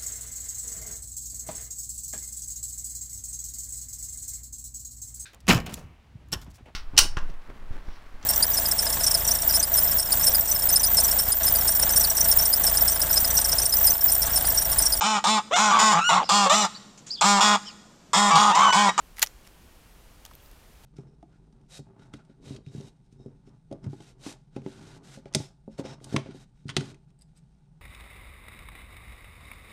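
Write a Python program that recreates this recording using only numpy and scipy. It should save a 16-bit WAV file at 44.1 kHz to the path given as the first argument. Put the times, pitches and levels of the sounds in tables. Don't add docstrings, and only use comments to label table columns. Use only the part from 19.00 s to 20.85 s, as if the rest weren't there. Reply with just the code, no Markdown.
import sys
import numpy as np
from scipy import signal
from scipy.fft import rfft, irfft
from scipy.io import wavfile
from scipy.ndimage import uniform_filter1d

SR = 44100
rng = np.random.default_rng(int(sys.argv[2]) if len(sys.argv) > 2 else 0)


def bounce(signal):
    frames = np.transpose(np.atleast_2d(signal))
    limited = np.clip(frames, -1, 1)
    pcm = np.round(limited * 32767).astype(np.int16)
    wavfile.write(sys.argv[1], SR, pcm)


N = 81585


def amp(db):
    return 10 ** (np.asarray(db) / 20)


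def evened(x):
    return x / np.sqrt(np.mean(x ** 2) + 1e-20)


def read(points, hz):
    f, value = np.transpose(points)
    return np.interp(np.log(hz + 1), np.log(f + 1), value)


def add(mix, start_s, sound):
    part = mix[round(start_s * SR):][:len(sound)]
    part += sound[:len(part)]


def decay(t, t60):
    return np.exp(-np.log(1000) * t / np.maximum(t60, 1e-4))


def contact(t):
    build_up_s = 0.0001
    return 1 - np.exp(-(t / build_up_s) ** 2)


def coloured(x, points, hz=1000, lift_db=0, size=4096):
    f = np.fft.rfftfreq(size, 1 / SR)
    width_hz = 260 + 0.069 * hz
    peak = (amp(lift_db) ** 2 - 1) / (1 + ((f - hz) / width_hz) ** 2) ** 2
    log_gain = np.log(evened(amp(read(points, f)) * np.sqrt(1 + peak)))
    full = np.concatenate([log_gain, log_gain[-2:0:-1]])
    taps = np.fft.ifft(np.exp(np.conj(signal.hilbert(full)))).real
    return signal.fftconvolve(x, taps[:size // 2])[:len(x)]


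def noise(points):
    gain = amp(read(points, np.fft.rfftfreq(N, 1 / SR)))
    return evened(irfft(rfft(rng.standard_normal(N)) * gain, N))


def burst(t60, size=4096, count=3):
    t = np.arange(size) / SR
    fall = decay(t, t60)
    x = rng.standard_normal(size) * fall
    for _ in range(count):
        x = irfft(np.exp(1j * np.angle(rfft(x))))
        steady = x / np.sqrt(abs(uniform_filter1d(x ** 2, size=64)) + 1e-14)
        x = 2 * np.tanh(steady / 2) * fall * contact(t)
    return x


def part_ring(hz, t60, size=4096):
    split, twin_db = 0.11, -6
    t = np.arange(size) / SR

    def mode(side):
        ratio = 1 + side * split * rng.uniform(0.56, 1.36)
        phase = side * rng.uniform(0, 2 * np.pi)
        return np.sin(2 * np.pi * hz * ratio * t + phase)

    modes = mode(0) + amp(twin_db) * (mode(-1) + mode(1))
    modes *= np.sqrt(2) / np.sqrt(1 + 2 * amp(twin_db) ** 2)
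    return contact(t) * decay(t, t60) * modes


# frequency in Hz, relative density in dB per Hz.
HISS_SPECTRUM = [(30, -5), (100, -2), (200, -5.5), (300, -9), (700, -12.5), (1500, -16), (2100, -18),
                 (2600, -17), (3900, -21), (8000, -24), (14500, -25), (16000, -32)]


def hiss():
    return amp(-56.5) * noise(HISS_SPECTRUM)


# frequency in Hz, relative density in dB per Hz.
BREEZE_SPECTRUM = [(8, -11.5), (20, -3), (30, -0.5), (40, -1), (49, -1), (62, -6.5), (100, -19.5),
                   (160, -37), (400, -58)]


def breeze():
    level_db, gust_db, gust_s = -55, 0.5, 0.2
    t = np.arange(N) / SR
    knots = rng.standard_normal(size=64)
    gusts = np.interp(t / gust_s, np.arange(len(knots)), knots)
    return amp(level_db + gust_db * gusts) * noise(BREEZE_SPECTRUM)


# start in seconds, crack level in dB, pitch of the part in Hz,
# level of its ping in dB, t60 of both in seconds.
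TICK_EVENTS = [(0.164, -51, 6500, -53, 0.024), (.1693, -42, 2000, -47, .014), (.1760, -49, 5700, -52, 0.05),
               (.1828, -45, 14800, -42, 0.018), (0.1836, -44, 1980, -37.5, 0.023),
               (0.1944, -28, 11750, -23.5, .009), (0.1961, -35.5, 1960, -38, 0.016),
               (0.2627, -33, 5900, -31.5, 0.0092), (0.2711, -34.5, 5680, -32.5, 0.0117),
               (0.4738, -41, 5280, -42, 0.0094), (1.2518, -44, 3300, -39, .011),
               (1.2520, -39, 6550, -38, .009), (1.2514, -47, 14300, -40, .008),
               (1.261, -44, 3590, -44, .015), (1.3356, -54, 3300, -55, 0.019),
               (1.3360, -58, 14000, -51, .012), (1.3520, -49, 13900, -42, .013),
               (1.4004, -62, 3280, -54.5, .018), (1.4600, -55, 5000, -56.5, .012),
               (1.5135, -49, 12000, -54, 0.014), (1.836, -54, 3000, -54, 0.018)]
# frequency in Hz, relative density in dB per Hz.
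TOUCH_COLOUR = [(100, -16), (400, -7), (1000, -2), (3500, 1.5), (7000, -0.5), (10000, -2), (14800, -7),
                (16000, -21)]


def ticks():
    out = np.zeros(N)
    for start_s, crack_db, hz, part_db, t60 in TICK_EVENTS:
        crack = amp(crack_db) * coloured(burst(t60), TOUCH_COLOUR)
        ping = amp(part_db) * part_ring(hz, t60)
        add(out, start_s, crack + ping)
    return out


# frequency in Hz, relative density in dB per Hz.
SCATTER_COLOUR = [(200, -9), (1500, 0), (6000, -4), (16000, -4)]


def scatter(x):
    level_db, t60_s = -33.5, 0.45
    t = np.arange(SR // 2) / SR
    tail = coloured(rng.standard_normal(len(t)) * decay(t, t60_s), SCATTER_COLOUR)
    return amp(level_db) * signal.fftconvolve(x, tail / np.linalg.norm(tail))[:N]


# start in seconds, length in seconds, level in dB,
# pitch of the resonance in Hz, its prominence in dB.
SLIDE_STROKES = [(.181, 0.013, -47, 1000, 15), (0.198, .024, -48, 1200, 11), (0.252, 0.032, -57, 5700, 1),
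                 (.446, .012, -54, 2800, 13), (0.46, 0.02, -55, 2000, 14), (1.248, 0.022, -52, 1150, 10.5),
                 (1.308, .011, -51, 1100, 23), (1.41, 0.094, -62, 15300, 25), (1.836, .02, -56.5, 790, 18)]


def slides():
    grains_per_s, grain_spread_db = 7000, 4
    out, t = np.zeros(N), np.arange(N) / SR
    for start_s, length_s, db, hz, lift_db in SLIDE_STROKES:
        grains = rng.standard_normal(N) * (rng.random(N) < grains_per_s / SR)
        grains *= amp(grain_spread_db * rng.standard_normal(N))
        stroke = np.sqrt(abs(np.sin(np.pi * np.clip((t - start_s) / length_s, 0, 1))))
        out += amp(db) * coloured(evened(grains) * stroke, TOUCH_COLOUR, hz, lift_db)
    return out


# pitch in Hz, relative level in dB, t60 in seconds.
GUN_MODES = [(580, -12, .04), (770, -4, .03), (870, -3, .03), (1230, -8, 0.043), (1518, -0.5, 0.026),
             (1646, -6.5, 0.028), (1953, 0, 0.035), (2240, -3, 0.046), (2820, -2, 0.03), (3010, -2, .042),
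             (3300, -5, .045), (3740, -3.5, 0.042), (4400, -11.5, .045), (5810, -6, 0.035),
             (7130, -5, .032), (14530, 2.5, 0.034)]
# frequency in Hz, relative density in dB per Hz.
WASH_COLOUR = [(100, -40), (300, -19), (600, -0.5), (950, 0), (1500, -2), (3500, -3), (6500, -3),
               (9000, -7), (12500, -6.5), (15000, -6), (16000, -16)]
# frequency in Hz, t60 in seconds.
WASH_T60 = [(400, 0.033), (1500, 0.042), (5000, .038), (15000, 0.047)]


def gun_ring(size=4096):
    t = np.arange(size) / SR
    f, when, z = signal.stft(rng.standard_normal(size), SR, nperseg=128)
    band_decay = decay(when, read(WASH_T60, f)[:, None])
    wash = signal.istft(z * band_decay, SR, nperseg=128)[1][:size]
    clear = np.zeros(size)
    for hz, db, t60 in GUN_MODES:
        clear += amp(db) * decay(t, t60) * np.sin(2 * np.pi * (hz * t + rng.random()))
    power = sum(amp(db) ** 2 for _, db, _ in GUN_MODES) / 2
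    return coloured(wash, WASH_COLOUR) + clear * contact(t) / np.sqrt(power)


# start in seconds, crack level in dB, crack t60 in seconds,
# crack low cut in Hz, pitch of the struck part in Hz, level of its ping in dB, ring of the whole gun in dB.
ACTION_BLOWS = [(.2184, -18, .010, 2400, 6000, -16, -36), (0.2205, -16, .008, 2400, 4290, -9, -30),
                (.2244, -19, .012, 1300, 13000, -17, -33), (.2268, -12.5, .016, 1400, 6900, -10.5, -26),
                (.2278, -15, .013, 500, 1700, -8.5, -22), (.2295, -15, .009, 700, 3000, -15, -24),
                (.2328, -33, .022, 500, 14700, -19, -26), (0.2383, -28, .007, 600, 5500, -28, -43)]
# frequency in Hz, relative density in dB per Hz.
CRACK_COLOUR = [(100, -12), (350, -5), (800, 3), (1400, -.5), (3100, 1.5), (6000, -1.5), (9000, -.5),
                (14800, -.5), (16000, -18)]


def action():
    ring_share = 0.65
    radiation_hz = 280
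    out = np.zeros(N)
    for start_s, crack_db, t60, low_hz, hz, part_db, ring_db in ACTION_BLOWS:
        low_cut = signal.butter(2, low_hz, "high", fs=SR)
        crack = amp(crack_db) * signal.lfilter(*low_cut, coloured(burst(t60), CRACK_COLOUR))
        ping = amp(part_db) * part_ring(hz, ring_share * t60)
        add(out, start_s, crack + ping + amp(ring_db) * gun_ring())
    return signal.lfilter(*signal.butter(3, radiation_hz, "high", fs=SR), out)


def scene():
    gun = action() + ticks() + slides()
    return (gun + scatter(gun) + hiss() + breeze())[None]


def record(dry):
    edge_hz = 16000
    low_pass = signal.firwin(255, edge_hz, window=("kaiser", 9), fs=SR)
    return signal.oaconvolve(dry, low_pass[None], "same")


dry = scene()
out = record(dry)
bounce(out)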